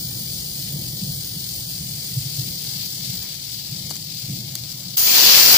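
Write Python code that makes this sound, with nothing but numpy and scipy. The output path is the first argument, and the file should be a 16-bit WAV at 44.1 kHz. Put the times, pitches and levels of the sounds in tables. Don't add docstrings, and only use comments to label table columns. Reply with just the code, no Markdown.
import sys
import numpy as np
from scipy import signal
from scipy.fft import rfft, irfft, next_fast_len
from scipy.io import wavfile
from scipy.ndimage import uniform_filter1d, minimum_filter1d

SR = 44100
rng = np.random.default_rng(int(sys.argv[2]) if len(sys.argv) > 2 else 0)


def rack_gain(trim_db):
    fader = np.asarray(trim_db, float)
    return 10 ** (fader / 20)


def to_wav(sig):
    pcm = np.clip(np.atleast_2d(sig), -1, 1) * 32767
    pcm = np.round(pcm).astype(np.int16)
    wavfile.write(sys.argv[1], SR, pcm.T)


N = 245637
T = np.arange(N) / SR
SIZE = next_fast_len(N)
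HZ = np.maximum(np.arange(SIZE // 2 + 1) * SR / SIZE, 1)


def spinner():
    # (frequency [Hz], left [dB per Hz], right [dB per Hz])
    flat_colour = [(248, 0, -6), (490, -13.5, -12.5), (990, -25, -25), (1377, -21, -29), (2343, -14, -17),
                   (3220, -6.5, -16.5), (3690, -6, -10.5), (4500, 2, -13.5), (6160, -6.5, -8),
                   (6700, -5, -7.5), (8000, -3.5, -11.5), (10500, -8, -9.5), (12400, -12, -6.5),
                   (14500, -7.5, -7)]
    # (frequency [Hz], left [dB per Hz], right [dB per Hz])
    upright_colour = [(232, -2, -7), (472, -15.5, -14.5), (1020, -25, -25), (1360, -21, -36.5),
                      (2330, -15.5, -17.5), (3220, -7.5, -14), (3980, -1.5, -13), (4520, 1, -14.5),
                      (5870, -3.5, -10.5), (6700, -9, -14.5), (7800, -7, -14.5), (9900, -9.5, -14.5),
                      (12900, -14, -10.5), (14700, -9, -10)]
    # (frequency [Hz], flat [0-1], upright [0-1])
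    likeness = [(507, 0.46, 0.44), (1010, 0.03, 0), (1990, 0.11, 1), (2750, 0.6, 0.06), (3500, 0.53, 0.2),
                (4060, 0, 0.38), (5470, 0.37, 0), (7500, 0, 0.6), (8100, 0.3, 0.12), (9300, 0.4, 0.07),
                (11300, 0.16, 0.23), (13000, 0, .15), (14800, 0, 0), (15500, 0.04, 0.3)]
    # (time [s], speed [turns per s])
    turns_hz = [(0, 48.45), (5.57, 35.4)]
    # (time [s], swell [dB], half length [s])
    regrips = [
        (1.55, 0.9, 0.094),
        (2.6, 1.5, 0.49),
        (3.15, 2, 0.12),
    ]

    start_db, run_down_db_per_s, turned_away_db = -30, 0.5244, 1.5
    tilt = step(2.44, 0.51)
    shaded = step(3.67, 0.41)
    hiss_db = start_db - run_down_db_per_s * T - turned_away_db * shaded + bumps(regrips)

    throb_db, wobble = 0.87, 0.022
    turn = 2 * np.pi * np.cumsum(in_time(turns_hz)[0] * (1 + wobble * drift(3.4))) / SR
    impacts = rack_gain(2.03 * rng.exponential(1, N) + throb_db * np.sin(turn))

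    flat_alike, upright_alike = at_hz(likeness)
    flat_db = at_hz(flat_colour) + peaks(2) + no_bass(313)
    upright_db = at_hz(upright_colour) + peaks(3) + no_bass(400)
    flat = hiss(flat_db, flat_alike, 8 / SR, flicker_db=0.08, patchy_db=1.0, gate=impacts)
    upright = hiss(upright_db, upright_alike, 4.6 / SR, flicker_db=0.91, patchy_db=.9, gate=impacts)
    return rack_gain(hiss_db) * (np.sqrt(1 - tilt) * flat + np.sqrt(tilt) * upright)


def peaks(column):
    # (frequency [Hz], width [Hz], flat [dB], upright [dB])
    race = [(846, 70, 7.5, 8.5), (2183, 99, 1, 6), (3310, 580, 1.5, 2), (4560, 480, 1, 2.5),
            (4910, 300, 3.5, 3.5), (5250, 370, 1.5, 1.5), (6600, 160, 3.5, 6.5), (7200, 200, -2.5, 5.5),
            (7740, 200, -4.5, 3), (8470, 430, 4, -2.5), (8800, 150, 0.5, -8), (15520, 1360, 10.5, 10)]
    return sum(row[column] * resonance(row[0], row[1]) for row in race)


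def blow_gun():
    # (frequency [Hz], left [dB per Hz], right [dB per Hz])
    nozzle_colour = [(250, -22.5, -28), (500, -24.5, -22), (990, -24, -23), (1490, -23.5, -28),
                     (2320, -20, -20), (3220, -10.5, -22), (3900, -9.5, -17.5), (4850, -3, -19),
                     (5700, -9, -16.5), (6700, -7.5, -10), (8000, -11, -19), (9900, -10, -15.5),
                     (12760, -14.5, -9.5), (14800, -1.5, -1.5)]
    # (frequency [Hz], left [dB per Hz], right [dB per Hz])
    roar_colour = [(250, -14.5, -18.5), (500, -15.5, -20), (980, -13, -17.5), (1390, -14.5, -18.5),
                   (2250, -8, -13.5), (3270, -6, -8), (3830, -2.5, -9.5), (4600, 2.5, -11.5),
                   (5940, -4.5, -7), (6700, -10, -12.5), (7700, -13.5, -12), (9900, -13.5, -16.5),
                   (14200, -13.5, -13), (15640, -3.5, -4.5)]
    # (frequency [Hz], width [Hz], depth [dB])
    shadows = [(3700, 243, -3.3), (8200, 400, -3.5), (9160, 320, -4.5), (15300, 570, 0.5)]
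    # (time [s], change [dB], half length [s])
    strays = [
        (5.17, 1, 0.012),
        (5.25, -1, 0.045),
        (5.44, -2.5, .03),
    ]

    valve_s, valve_open_s = 4.9678, .0018
    since = np.maximum(T - valve_s, 0)
    opened = (1 - np.exp(-since / valve_open_s)) ** 2

    squeeze_db_per_s, pop_db, pop_s = 6, 3.5, .012
    nozzle_db = -14.2 + squeeze_db_per_s * since + pop_db * np.exp(-since / pop_s)
    miss_db, aim_s = -38, .082
    roar_db = -9.2 + miss_db * np.exp(-since / aim_s) + bumps(strays)

    path_db = no_bass(95.6) + sum(db * resonance(hz, width) for hz, width, db in shadows)
    alike = 0.084 + 0.061 * np.cos(2 * np.pi * HZ / 1750)
    nozzle = hiss(at_hz(nozzle_colour) + path_db, alike, 7 / SR, flicker_db=0.4, patchy_db=-0.3)
    churning = rack_gain(1.06 * drift(150))
    roar = hiss(at_hz(roar_colour) + path_db, alike, 7 / SR, flicker_db=-0.3, patchy_db=.8, gate=churning)
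    return opened * (rack_gain(nozzle_db) * nozzle + rack_gain(roar_db) * roar)


def handling():
    # (time [s], peak [dB], ring [Hz], left minus right [dB])
    ticks = [(2.59, -30, 6700, 10), (3.14, -23, 8200, 15), (3.8953, -22, 6000, -3), (3.902, -24, 6400, 15),
             (3.9048, -21, 6600, 12), (3.907, -23, 6600, 9), (3.9106, -20.5, 4730, 11),
             (3.9143, -19, 7100, 6), (3.9555, -22, 6000, 15), (3.959, -25, 4940, 0),
             (3.9657, -19.5, 7300, 8), (4.025, -25, 4480, 4), (4.5538, -14.5, 6370, 7),
             (4.553, -16, 12300, 2), (4.561, -28, 7000, 3), (4.578, -27, 6500, 5)]
    # (time [s], level [dB], half length [s])
    rustles = [
        (3.245, -49, 0.045),
        (3.9105, -33, 0.0015),
        (3.912, -45, 0.018),
        (3.958, -47, 0.01),
        (4.555, -44, .002),
        (4.75, -56, 0.3),
    ]
    tick_t60_s, echo_t60_s, length = 0.012, 0.042, 4000
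    out, since = np.zeros((2, N + length)), np.arange(length) / SR
    for s, db, hz, pan_db in ticks:
        tick = rng.standard_normal((2, length)) * rack_gain(-60 * since / (0.51 * tick_t60_s) - 2)
        rings = np.sin(2 * np.pi * hz * since) + np.sin(2 * np.pi * 4600 * since)
        tick += 0.49 * rings * rack_gain(-60 * since / tick_t60_s)
        echo = signal.lfilter([1, 0, -1], [1, -1.0, .6], rng.standard_normal((2, length)))
        tick += echo * rack_gain(-23.5 - 60 * since / echo_t60_s)
        start = round(s * SR)
        out[:, start:start + length] += tick * rack_gain([[db + pan_db / 2], [db - pan_db / 2]])
    small_parts = signal.butter(3, 2600, "high", fs=SR, output="sos")
    out = signal.sosfilt(small_parts, out[:, :N])
    cloth = signal.butter(1, [400, 2600], "band", fs=SR, output="sos")
    rub = signal.sosfilt(cloth, rng.standard_normal((2, N)))
    return out + rms_one(rub) * bumps([(s, rack_gain(db), half) for s, db, half in rustles])


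def breeze():
    # (frequency [Hz], level [dB per Hz])
    rumble_colour = [(44, -36), (75, -14.5), (119, -0.5), (140, 2), (200, -6), (248, -19), (302, -15),
                     (415, -30.5), (500, -26.5), (700, -31), (910, -40), (1540, -120)]
    # (frequency [Hz], level [dB per Hz])
    deep_colour = [(8.8, -41), (15, -21), (38, -6), (81, 0), (95, -7), (120, 7), (210, -120)]
    # (time [s], level [dB])
    heaves = [
        (.4, -40),
        (.9, -51),
        (1.12, -45),
        (1.57, -46),
        (1.8, -49),
        (2.19, -42),
        (3.21, -44),
        (3.72, -53),
        (4.38, -51),
        (5.05, -50),
    ]
    # (time [s], peak [dB], ring [Hz])
    thuds = [(0.082, -31, 128), (0.145, -30, 123), (0.586, -33, 124), (0.726, -23, 141),
             (1.014, -23.5, 185), (1.161, -25.5, 136), (1.357, -27.5, 169), (1.518, -36, 110),
             (1.8, -27, 150), (1.902, -27, 140), (2.163, -15, 133), (2.249, -21.5, 136),
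             (2.378, -21.5, 130), (2.556, -45, 145), (2.981, -31.5, 170), (3.011, -34, 144),
             (3.084, -24.5, 134), (3.126, -29, 180), (3.71, -23.5, 133), (3.787, -29, 140),
             (3.87, -32.5, 143), (4.049, -38, 132), (4.287, -23, 162), (4.463, -29, 133)]

    rumble_db = gusts_db()
    deep = rack_gain(-46 - 1.5 * T + 0.45 * (rumble_db - rumble_db.mean()))
    deep = deep + bumps([(s, rack_gain(db), 0.046) for s, db in heaves])
    out = rack_gain(rumble_db) * hiss(at_hz(rumble_colour), .96, 0, flicker_db=.8, patchy_db=.8)
    out += deep * hiss(at_hz(deep_colour), .93, 0, flicker_db=.8, patchy_db=.8)
    half_s = 0.0109
    for s, db, hz in thuds:
        near = slice(max(round((s - .05) * SR), 0), round((s + .1) * SR))
        since = T[near] - s - 1.545 * half_s
        out[:, near] += rack_gain(db) * np.exp(-(since / half_s) ** 2) * np.cos(2 * np.pi * hz * since)
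    return out


def gusts_db():
    # (time [s], level [dB])
    calm = [
        (0, -36),
        (1.3, -39),
        (3.4, -43),
        (4.0, -42),
        (4.98, -39),
        (5.08, -55),
        (5.57, -38),
    ]
    # (time [s], peak [dB], rise [s])
    gusts = [(.8, -30, .15), (1.08, -33.5, 0.15), (1.82, -35.5, 0.049), (2.45, -33.5, 0.12),
             (2.75, -42, .1), (3.1, -43, 0.15), (3.72, -39, .04), (3.85, -36.5, 0.085), (4.3, -31.5, .03),
             (4.379, -38.5, .05), (4.73, -47, .05)]
    dies_db_per_s = 56
    power = rack_gain(2 * in_time(calm)[0])
    for s, db, rise in gusts:
        below_peak_db = np.where(T < s, 10 * (s - T) / rise, dies_db_per_s * (T - s))
        power = power + rack_gain(2 * (db - below_peak_db))
    return 10 * np.log10(power)


def hiss(colour_db, alike, lag_s, flicker_db, patchy_db, gate=1):
    shared, *own = rfft(gate * rng.standard_normal((3, N)), SIZE)
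    alike = np.clip(alike, 0, 1)
    late = np.array([np.exp(-2j * np.pi * HZ * lag_s), np.ones(len(HZ))])
    sides = np.sqrt(alike) * shared * late + np.sqrt(1 - alike) * np.array(own)
    sides = sides * rack_gain(colour_db)
    together_db = flicker_db * (.5 * drift(3.2) + drift(43))
    out = 0
    for centre in np.arange(4, 14.5):
        share = np.clip(1 - np.abs(np.log2(HZ) - centre), 0, 1)
        if np.max(colour_db[:, share > .3]) > -45:
            out = out + irfft(sides * share, SIZE)[:, :N] * rack_gain(together_db + patchy_db * drift(6.7))
    return out / np.sqrt(np.mean(np.mean(out, axis=0) ** 2))


def drift(rate):
    r = np.exp(-80 * np.pi * rate / SR)
    slow = signal.lfilter([1], [1, -2 * r, r * r], rng.standard_normal(N // 40 + 2002))[2000:]
    return np.interp(np.arange(N) / 40, np.arange(len(slow)), rms_one(slow))


def resonance(hz, width):
    return 1 / (1 + (2 * (HZ - hz) / width) ** 2)


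def no_bass(hz):
    return -20 * np.log10(1 + (hz / HZ) ** 2)


def bumps(rows):
    return sum(height * np.exp(-((T - s) / half) ** 2) for s, height, half in rows)


def step(s, length):
    return .5 + .5 * np.tanh((T - s) / length)


def in_time(rows):
    s, *columns = np.transpose(rows)
    return [np.interp(T, s, c) for c in columns]


def at_hz(points):
    hz, *columns = np.transpose(points)
    return np.array([np.interp(np.log(HZ), np.log(hz), c) for c in columns])


def rms_one(x):
    return x / np.sqrt(np.mean(x ** 2) + 1e-20)


def scene():
    # (time [s], gain [dB])
    duck = [
        (4.959, 0),
        (4.9645, -16),
        (4.97, -16),
        (5.0, -1),
    ]
    background = spinner() + handling() + breeze()
    return background * rack_gain(in_time(duck)[0]) + blow_gun()


def starve(x, margins, follow):
    hz, _, spec = signal.stft(x, SR, "hann", 2048, 1024)
    power = (np.abs(spec[:, :1020]) ** 2).reshape(2, 170, 6, -1).mean(axis=2)
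    level_db = 10 * np.log10(uniform_filter1d(power, 2, axis=2)[:, :120] + 1e-16)
    both_db = .55 * level_db + .45 * level_db[::-1]
    around_db = uniform_filter1d(both_db, 51, axis=1, mode="nearest")
    around_db = uniform_filter1d(around_db, 3, axis=2)
    margin_db = np.interp(hz[3:720:6], *np.transpose(margins))[:, None]
    louder_db = follow * (around_db.mean(axis=1, keepdims=True) - np.median(around_db))
    mood_db = 4 * uniform_filter1d(rng.standard_normal(level_db.shape), 3, axis=2)
    kept = 1. * (level_db > around_db + margin_db + louder_db + mood_db)
    spec[:, :720] *= np.repeat(minimum_filter1d(kept, 2, axis=2), 6, axis=1)
    return signal.istft(spec, SR, "hann", 2048, 1024)[1][:, :N]


def low_pass(x):
    return signal.sosfilt(signal.butter(12, 15510, fs=SR, output="sos"), x)


def record(dry):
    # (frequency [Hz], margin [dB])
    side_margins = [(900, -40), (1300, -28), (2000, -18), (2600, -11), (3300, -7.5), (5000, -7),
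                    (7500, -8.5), (8700, -11.5), (10500, -8.5), (12500, -11)]
    # (frequency [Hz], margin [dB])
    sum_margins = [(900, -36), (1300, -19), (2000, -14), (2400, -8.5), (2700, -6), (3000, -7.5), (3600, -8),
                   (6000, -8), (7500, -8), (8700, -8), (10500, -5.7), (12500, -11)]
    rounded = dry / (1 + (dry / 1.1) ** 6) ** (1 / 6)
    port_hz, port_db, top_hz = 14600, 1.5, 15510
    lift = rack_gain(port_db / (1 + (port_hz / HZ) ** 60)) * np.where(HZ < top_hz, 1, .02)
    coloured = irfft(rfft(rounded, SIZE) * lift, SIZE)[:, :N]
    left, right = starve(coloured, side_margins, follow=.1)
    mid, side = starve(np.array([left + right, left - right]) / 2, sum_margins, follow=.17)
    return low_pass(np.array([mid + side, mid - side]))


dry = scene()
out = record(dry)
to_wav(out)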